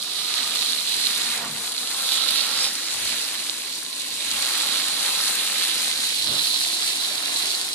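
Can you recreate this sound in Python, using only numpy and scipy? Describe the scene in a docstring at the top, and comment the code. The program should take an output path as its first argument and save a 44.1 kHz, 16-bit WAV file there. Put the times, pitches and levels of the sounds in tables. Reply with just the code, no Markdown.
"""A hose nozzle sweeps over chopped straw, heard through the two sound ports of a carried phone.
From the start the jet hisses and thousands of drops tick on the stalks. Fat drops and narrow ringing
patches soon join, and from 1 s boots thud softly. The splats crowd just after 2 s, a bright splash
swishes at 2.6 s, and the heaviest step lands at 6.3 s. Throughout, a side wall echoes and the ports
resonate at different pitches: left is bright, right has a drifting whistle near 4 kHz."""
import sys
import numpy as np
from scipy import signal
from scipy.fft import rfft, irfft, next_fast_len
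from scipy.io import wavfile
from scipy.ndimage import uniform_filter1d, map_coordinates

SR = 44100
rng = np.random.default_rng(int(sys.argv[2]) if len(sys.argv) > 2 else 0)


def file_out(sig):
    """Save sig as 16-bit WAV at sys.argv[1]."""
    # one column per channel
    cols = np.atleast_2d(sig).T
    # limit, then scale
    lim = np.clip(cols, -1, 1)
    pcm = np.round(lim * 32767).astype(np.int16)
    wavfile.write(sys.argv[1], SR, pcm)


N = 341334

BANDS_HZ = 40 * 2 ** np.arange(0, 9, .5)
SWELL_DB, FLICKER_DB = 0.68, 1.3
# Each row: frequency in Hz, share of hiss power common to both ports when facing the jet.
COHERENCE = [(60, 0.66), (400, 0.93), (1200, 0.77), (2300, 0.58), (4500, 0.64), (7500, 0.15), (14000, 0.17)]
def spray(time, lag_ms, facing, turn_db):
    """Partial coherence: direct jet noise reaches the ports with a lag, diffuse noise independently."""
    swings = sweep(time)
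    splash_pan_db = -0.2 * swings[-1]
    patter = drop_patter(time, lag_ms)
    jet = rng.standard_normal(N)
    direct = np.array([jet, delayed(jet, lag_ms)])
    diffuse = rng.standard_normal((2, N))
    swell_db = SWELL_DB * wander(16)
    out = 0
    for hz, envelope, level_db in zip(BANDS_HZ, patter, jet_spectrum(time, swings)):
        common = at_frequency(COHERENCE, hz) * facing ** min(hz / 1000, 1)
        hiss = np.sqrt(common) * direct + np.sqrt(1 - common) * diffuse
        sound = unit_rms(band(hiss * envelope, hz, octaves=.25))
        db = level_db + swell_db * min(hz / 2500, 1) + FLICKER_DB * wander(22)
        pan_db = (turn_db + splash_pan_db) * min(hz / 3000, 1)  # the phone shades only short waves
        out = out + sound * undb(db + np.array([pan_db, -pan_db]) / 2)
    return out


# Each row: time in seconds, treble level in dB, then 1 kHz patter, 2 kHz rattle and 4 kHz splash
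# in dB relative to the treble.
JET_SWEEP = [(0.0, -38, -11, -11.5, 6.5), (.24, -33.5, -12.5, -8.5, 6.5), (0.41, -31.5, -9.5, -7.5, 1),
             (.68, -31.5, -12.5, -8.5, 5), (0.85, -32.5, -15.5, -6.5, 4), (1.06, -30.5, -12.5, -7, 4.5),
             (1.36, -32, -8, -5, -0.5), (1.44, -38, 0, -3.5, 4), (1.55, -38, -7.5, -6.5, 1.5),
             (1.64, -33.5, -9, -12, -3.5), (1.77, -36, -10.5, -8, 2), (1.94, -32, -8.5, -14, -3),
             (2.13, -29.5, -10.5, -10.5, 4), (2.25, -31.5, -10.5, -6.5, 7), (2.66, -30.5, -8, -6.5, 0),
             (2.71, -34, -12.5, -7, -1), (2.95, -33, -11.5, -6, -2), (3.14, -32, -11.5, -2.5, 1.5),
             (3.45, -34.5, -13, -6.5, -1), (3.88, -37.5, -14.5, -9.5, 0), (4.18, -35, -14, -5, 1),
             (4.26, -32, -13, -3.5, 1), (4.5, -30, -7.5, -8.5, 0.5), (4.72, -30, -10.5, -5, 3.5),
             (4.98, -31, -9.5, -6.5, 1.5), (5.11, -28.5, -10, -7.5, 0.5), (5.45, -31, -11, -5, 0),
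             (5.63, -29.5, -12.5, -5, 2.5), (5.91, -30, -13.5, -5, 0), (6.21, -31, -17, -7.5, 4),
             (6.36, -32.5, -6, -8, 7.5), (6.49, -29.5, -16.5, -9.5, 4.5), (7.0, -32.5, -11.5, -6.5, 2.5),
             (7.17, -34.5, -7.5, -4, 4), (7.36, -30.5, -10, -7, 1.5), (7.74, -34.5, -12, -8.5, 1)]
def sweep(time):
    """Level varies with distance: four swings about the mean, in dB, as the jet nears and recedes."""
    levels = at_time(JET_SWEEP, time)
    return levels - levels.mean(axis=1, keepdims=True)


# Each row: frequency in Hz, base level in dB, weights of the treble, patter, rattle and splash swings.
SWEEP_RESPONSE = [(350, -48.5, 0.36, 0.27, 0.18, 0.17), (1120, -43, 1.1, 1.3, -0.11, 0.0065),
                  (2255, -39.5, 0.98, .05, 1.05, -0.27), (3920, -30.5, 1.07, .05, -0.25, 1.03),
                  (6030, -38.5, 0.8, 0.042, 0.096, -0.22), (9500, -34, 0.99, .05, -0.011, .1)]
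# Each row: frequency in Hz, level added to that band in dB.
JET_COLOUR = [(40, -35), (68, -23.5), (105, -24), (170, -14.5), (280, -5), (500, -9), (900, -6),
              (1600, -5.5), (2300, -3), (3200, -9), (4500, -8.5), (6000, 5), (9000, -6.5), (14000, -3.5)]
# Each row: time in seconds, pitch in Hz of the port's whistle, which drifts as the hand cups it.
WHISTLE_PITCH = [(0.0, 3800), (0.06, 4040), (0.99, 4060), (2.28, 3840), (2.56, 4170), (3.64, 4000),
                 (3.81, 4150), (4.07, 3970), (5.24, 4050), (5.33, 3860), (6.1, 4030), (6.36, 3950),
                 (6.66, 4190), (7.2, 4020), (7.7, 4200), (7.74, 3970)]
# Each row: frequency in Hz, gain in dB per octave that the whistle rises.
DRIFT_GAIN = [(2000, 1), (3600, -16), (5100, 22), (9000, -9)]
def jet_spectrum(time, swings):
    """Spectral envelope: yields each band's level in dB, following the sweep and the whistle's drift."""
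    drift = np.log2(at_time(WHISTLE_PITCH, time)[0])
    drift = drift - drift.mean()
    row_hz, *columns = np.transpose(SWEEP_RESPONSE)
    for hz in BANDS_HZ:
        base_db, *weights = [np.interp(np.log(hz), np.log(row_hz), column) for column in columns]
        steady_db = base_db + at_frequency(JET_COLOUR, hz)
        yield steady_db + weights @ swings + at_frequency(DRIFT_GAIN, hz) * drift


DROPS_PER_S, DROP_SCATTER_DB, DROP_OCTAVES, DROP_PAN_DB, BURST_MS = 1500, 3.5, 0.6, 2.5, .6
# Each row: frequency in Hz, share of the power carried by drops rather than smooth hiss.
DROP_SHARE = [(150, 0.25), (600, 0.17), (2000, 0.37), (4000, 0.24), (9000, 0.29)]
def drop_patter(time, lag_ms):
    """Shot noise: random impacts on the stalks give each band an envelope of brief, decaying puffs."""
    moment, rarity, register = rng.random((int(DROPS_PER_S * N / SR), 3)).T
    when = moment * N / SR
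    size = undb(-DROP_SCATTER_DB * np.log(rarity + .02))  # few drops are large
    pitch_hz = 300 * 2 ** (5.8 * register)  # each stalk has its own pitch
    pan_db = DROP_PAN_DB * rng.standard_normal(len(when))
    drop_lag_ms = np.interp(when, time, lag_ms)
    decay = np.exp(-1000 / (BURST_MS * SR))
    envelopes = []
    for hz in BANDS_HZ:
        in_band = bell(np.log2(pitch_hz / max(hz, 200)), DROP_OCTAVES)
        impacts = impulses(when, drop_lag_ms, size * in_band, pan_db)
        bursts = unit_rms(signal.lfilter([1], [1, -decay], impacts))
        share = at_frequency(DROP_SHARE, hz)
        envelopes.append(np.sqrt(1 - share + share * bursts ** 2))
    return envelopes


# Each row: time in seconds, impulse strength in dB, left minus right in dB.
FAT_DROPS = [(0.34, 8, 4), (0.509, -4, 5), (0.612, -3, 6), (0.705, -4, -1), (0.733, 2, -5),
             (1.0695, 6.5, -8), (1.6781, -3, -3), (1.7799, 1, 0.2), (1.874, -2, -2), (2.0901, -2, -8.5),
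             (2.1201, 5.5, -6), (2.144, 2, -3), (2.174, 1, -8), (2.222, 3, 0.2), (2.2874, 5, -6),
             (2.2908, 7, -2), (2.3174, -1, 0.2), (2.4573, -1, 5), (2.644, 4, -2), (3.0745, -2, 0.2),
             (3.497, 5, -2), (3.5414, -11, 2), (3.8644, -7, -1), (4.6014, -7, 0.2), (4.7765, -10, 0.2),
             (5.929, -7, .2), (6.2731, -1, -9), (6.2951, -2, -6), (6.3937, 4, -8), (6.4218, -8, 6),
             (6.4532, -4, 2), (6.5437, 6, -3), (6.823, 2, -4)]
def splats(time, lag_ms):
    """Impulse excitation: each fat drop bursts on the stalks as one band-limited click."""
    when, db, pan_db = np.transpose(FAT_DROPS)
    impacts = impulses(when, np.interp(when, time, lag_ms), undb(db), pan_db)
    return band(impacts, hz=3900, octaves=0.59)


# Each row: time of the peak in seconds, level in dB, pitch in Hz, length in seconds.
# Rows near 4 kHz are the port's whistle; the one at 5200 Hz is a bright splash.
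RINGING_PATCHES = [(.45, -45, 1250, 0.81), (.9, -46, 4220, 0.71), (1.35, -40, 2200, .15),
                   (1.4, -52, 920, 0.32), (2.3, -45, 1340, 1.1), (2.63, -28, 5200, .14),
                   (3.9, -53.5, 1030, 1.8), (4.6, -48, 1310, .6), (4.8, -50, 4150, 0.97),
                   (5.2, -51, 1310, 0.55), (6.55, -43, 4180, 0.86), (7.12, -50, 590, .12),
                   (6.9, -51.5, 750, 1.8), (6.8, -52.5, 1030, 1.1)]
def ringing(time):
    """Narrow-band noise has pitch: ringing patches stand out of the hiss for a while."""
    return sum(noise_swell(time, *patch, octaves=0.1) for patch in RINGING_PATCHES)


# Each row: time of the peak in seconds, level in dB, pitch in Hz, length in seconds, spread in octaves.
BOOT_STEPS = [(1.0, -61.5, 70, 0.11, .2), (1.3, -61, 55, .25, .2), (1.5, -44, 168, 0.24, 0.65),
              (2.62, -62, 70, 0.11, .2), (3.05, -49.5, 90, 0.21, .55), (4.3, -57, 70.6, 0.27, 0.24),
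              (6.32, -39, 200, 0.12, 1.1), (6.33, -45, 133, 0.21, .15), (6.65, -66, 45, .15, .2)]
def boots(time):
    """A soft impact holds mostly low frequencies: each boot in the straw is a dull swell of noise."""
    return sum(noise_swell(time, *step) for step in BOOT_STEPS)


WALL_CUTOFF_HZ = 2640
# Each row: time in seconds, echo delay in ms, echo gain in dB.
WALL_PATH = [(0, 4.1, -11.5), (1.6, 4.17, -17), (2.0, 3.74, -11), (3.3, 3.44, -20), (4.4, 3.6, -14),
             (6.0, 3.8, -12.5), (6.4, 3.07, -20), (7.74, 2.73, -12)]
def wall_echo(near, time):
    """Reflection: a side wall returns one dull echo whose path changes with the walk."""
    delay_ms, db = at_time(WALL_PATH, time)
    dull = signal.lfilter(*signal.butter(1, WALL_CUTOFF_HZ, fs=SR), near)
    return np.array([delayed(port, delay_ms) for port in dull]) * undb(db)


def noise_swell(time, peak_s, db, hz, length_s, octaves):
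    """Amplitude modulation: a noise band rises and fades once, alike at both ports."""
    envelope = bell(time - peak_s, length_s / 3)
    return undb(db) * envelope * unit_rms(band(rng.standard_normal(N), hz, octaves))


def impulses(when_s, lag_ms, size, pan_db):
    """Time and level differences: each impact gives one impulse at each port."""
    def port(arrival_s, db):
        sample = np.clip(arrival_s * SR, 0, N - 1).astype(int)
        return np.bincount(sample, size * undb(db), N)
    return np.array([port(when_s, pan_db / 2), port(when_s + lag_ms / 1000, -pan_db / 2)])


def band(x, hz, octaves):
    """Band-pass filter, Gaussian on a log-frequency axis."""
    size = next_fast_len(N)
    f = np.arange(size // 2 + 1) * SR / size + 1
    return irfft(rfft(x, size) * bell(np.log2(f / hz), octaves), size)[..., :N]


def delayed(x, lag_ms):
    """Propagation delay that varies with time."""
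    return map_coordinates(x, [np.arange(N) - lag_ms * SR / 1000], order=3, mode="nearest")


def wander(rate_hz):
    """Slow noise: ramps between random levels."""
    hold = int(SR / rate_hz)
    levels = np.repeat(rng.standard_normal(N // hold + 1), hold)
    return 0.89 * uniform_filter1d(levels, hold)[:N]


def at_time(table, time):
    """Linear interpolation of each column over time."""
    seconds, *columns = np.transpose(table)
    return np.array([np.interp(time, seconds, column) for column in columns])


def at_frequency(table, hz):
    """Interpolation on a log-frequency axis."""
    row_hz, values = np.transpose(table)
    return np.interp(np.log(hz), np.log(row_hz), values)


def bell(offset, width):
    """Gaussian curve with peak 1."""
    return np.exp(-.5 * (offset / width) ** 2)


def undb(db):
    """Amplitude ratio of a level in dB."""
    return 10 ** (np.asarray(db) / 20)


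def unit_rms(x):
    """Normalisation to unit power."""
    return x / np.sqrt(np.mean(x ** 2))


# Each row: time in seconds, right port's lag in ms, facing the jet from 0 to 1, left minus right in dB.
PHONE_TURN = [(0, 0.048, 0.8, -1.4), (1.5, 0.061, 0.9, -0.1), (2.5, .02, 0.96, -1.9), (4, 0.069, 0.82, -1),
              (5.6, 0.045, 1, -0.3), (6.4, .16, 0.73, 0.4), (7.74, 0.14, 0.6, -0.1)]
def scene():
    """Superposition: spray, splats, ringing, boots and their echo add at the turning phone."""
    time = np.arange(N) / SR
    lag_ms, facing, turn_db = at_time(PHONE_TURN, time)
    near = spray(time, lag_ms, facing, turn_db) + splats(time, lag_ms) + ringing(time) + boots(time)
    return near + wall_echo(near, time)


SATURATION_LEVEL, CUTOFF_HZ = .95, 15000
# Each row, left port then right: resonance in Hz, bandwidth in Hz, sensitivity in dB.
PORT_CAVITIES = [(9680, 2860, -2), (4083, 830, 1)]
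def record(dry):
    """Cavity resonance colours each port; saturation rounds the peaks and a low-pass cuts the top."""
    size = next_fast_len(N + SR // 10)
    f = np.arange(size // 2 + 1) * SR / size
    cavity = lambda hz, width_hz: 1 - (f / hz) ** 2 + 1j * f * width_hz / hz ** 2
    response = np.array([undb(db) / cavity(hz, width_hz) for hz, width_hz, db in PORT_CAVITIES])
    dip, overtone = cavity(hz=11850, width_hz=2300), cavity(hz=16300, width_hz=4400)
    response[1] *= dip / overtone  # the long right duct
    heard = irfft(rfft(dry, size) * response, size)[:, :N]
    rounded = SATURATION_LEVEL * np.tanh(heard / SATURATION_LEVEL)
    return signal.sosfilt(signal.ellip(16, .3, 95, CUTOFF_HZ, fs=SR, output="sos"), rounded)


dry = scene()
out = record(dry)
file_out(out)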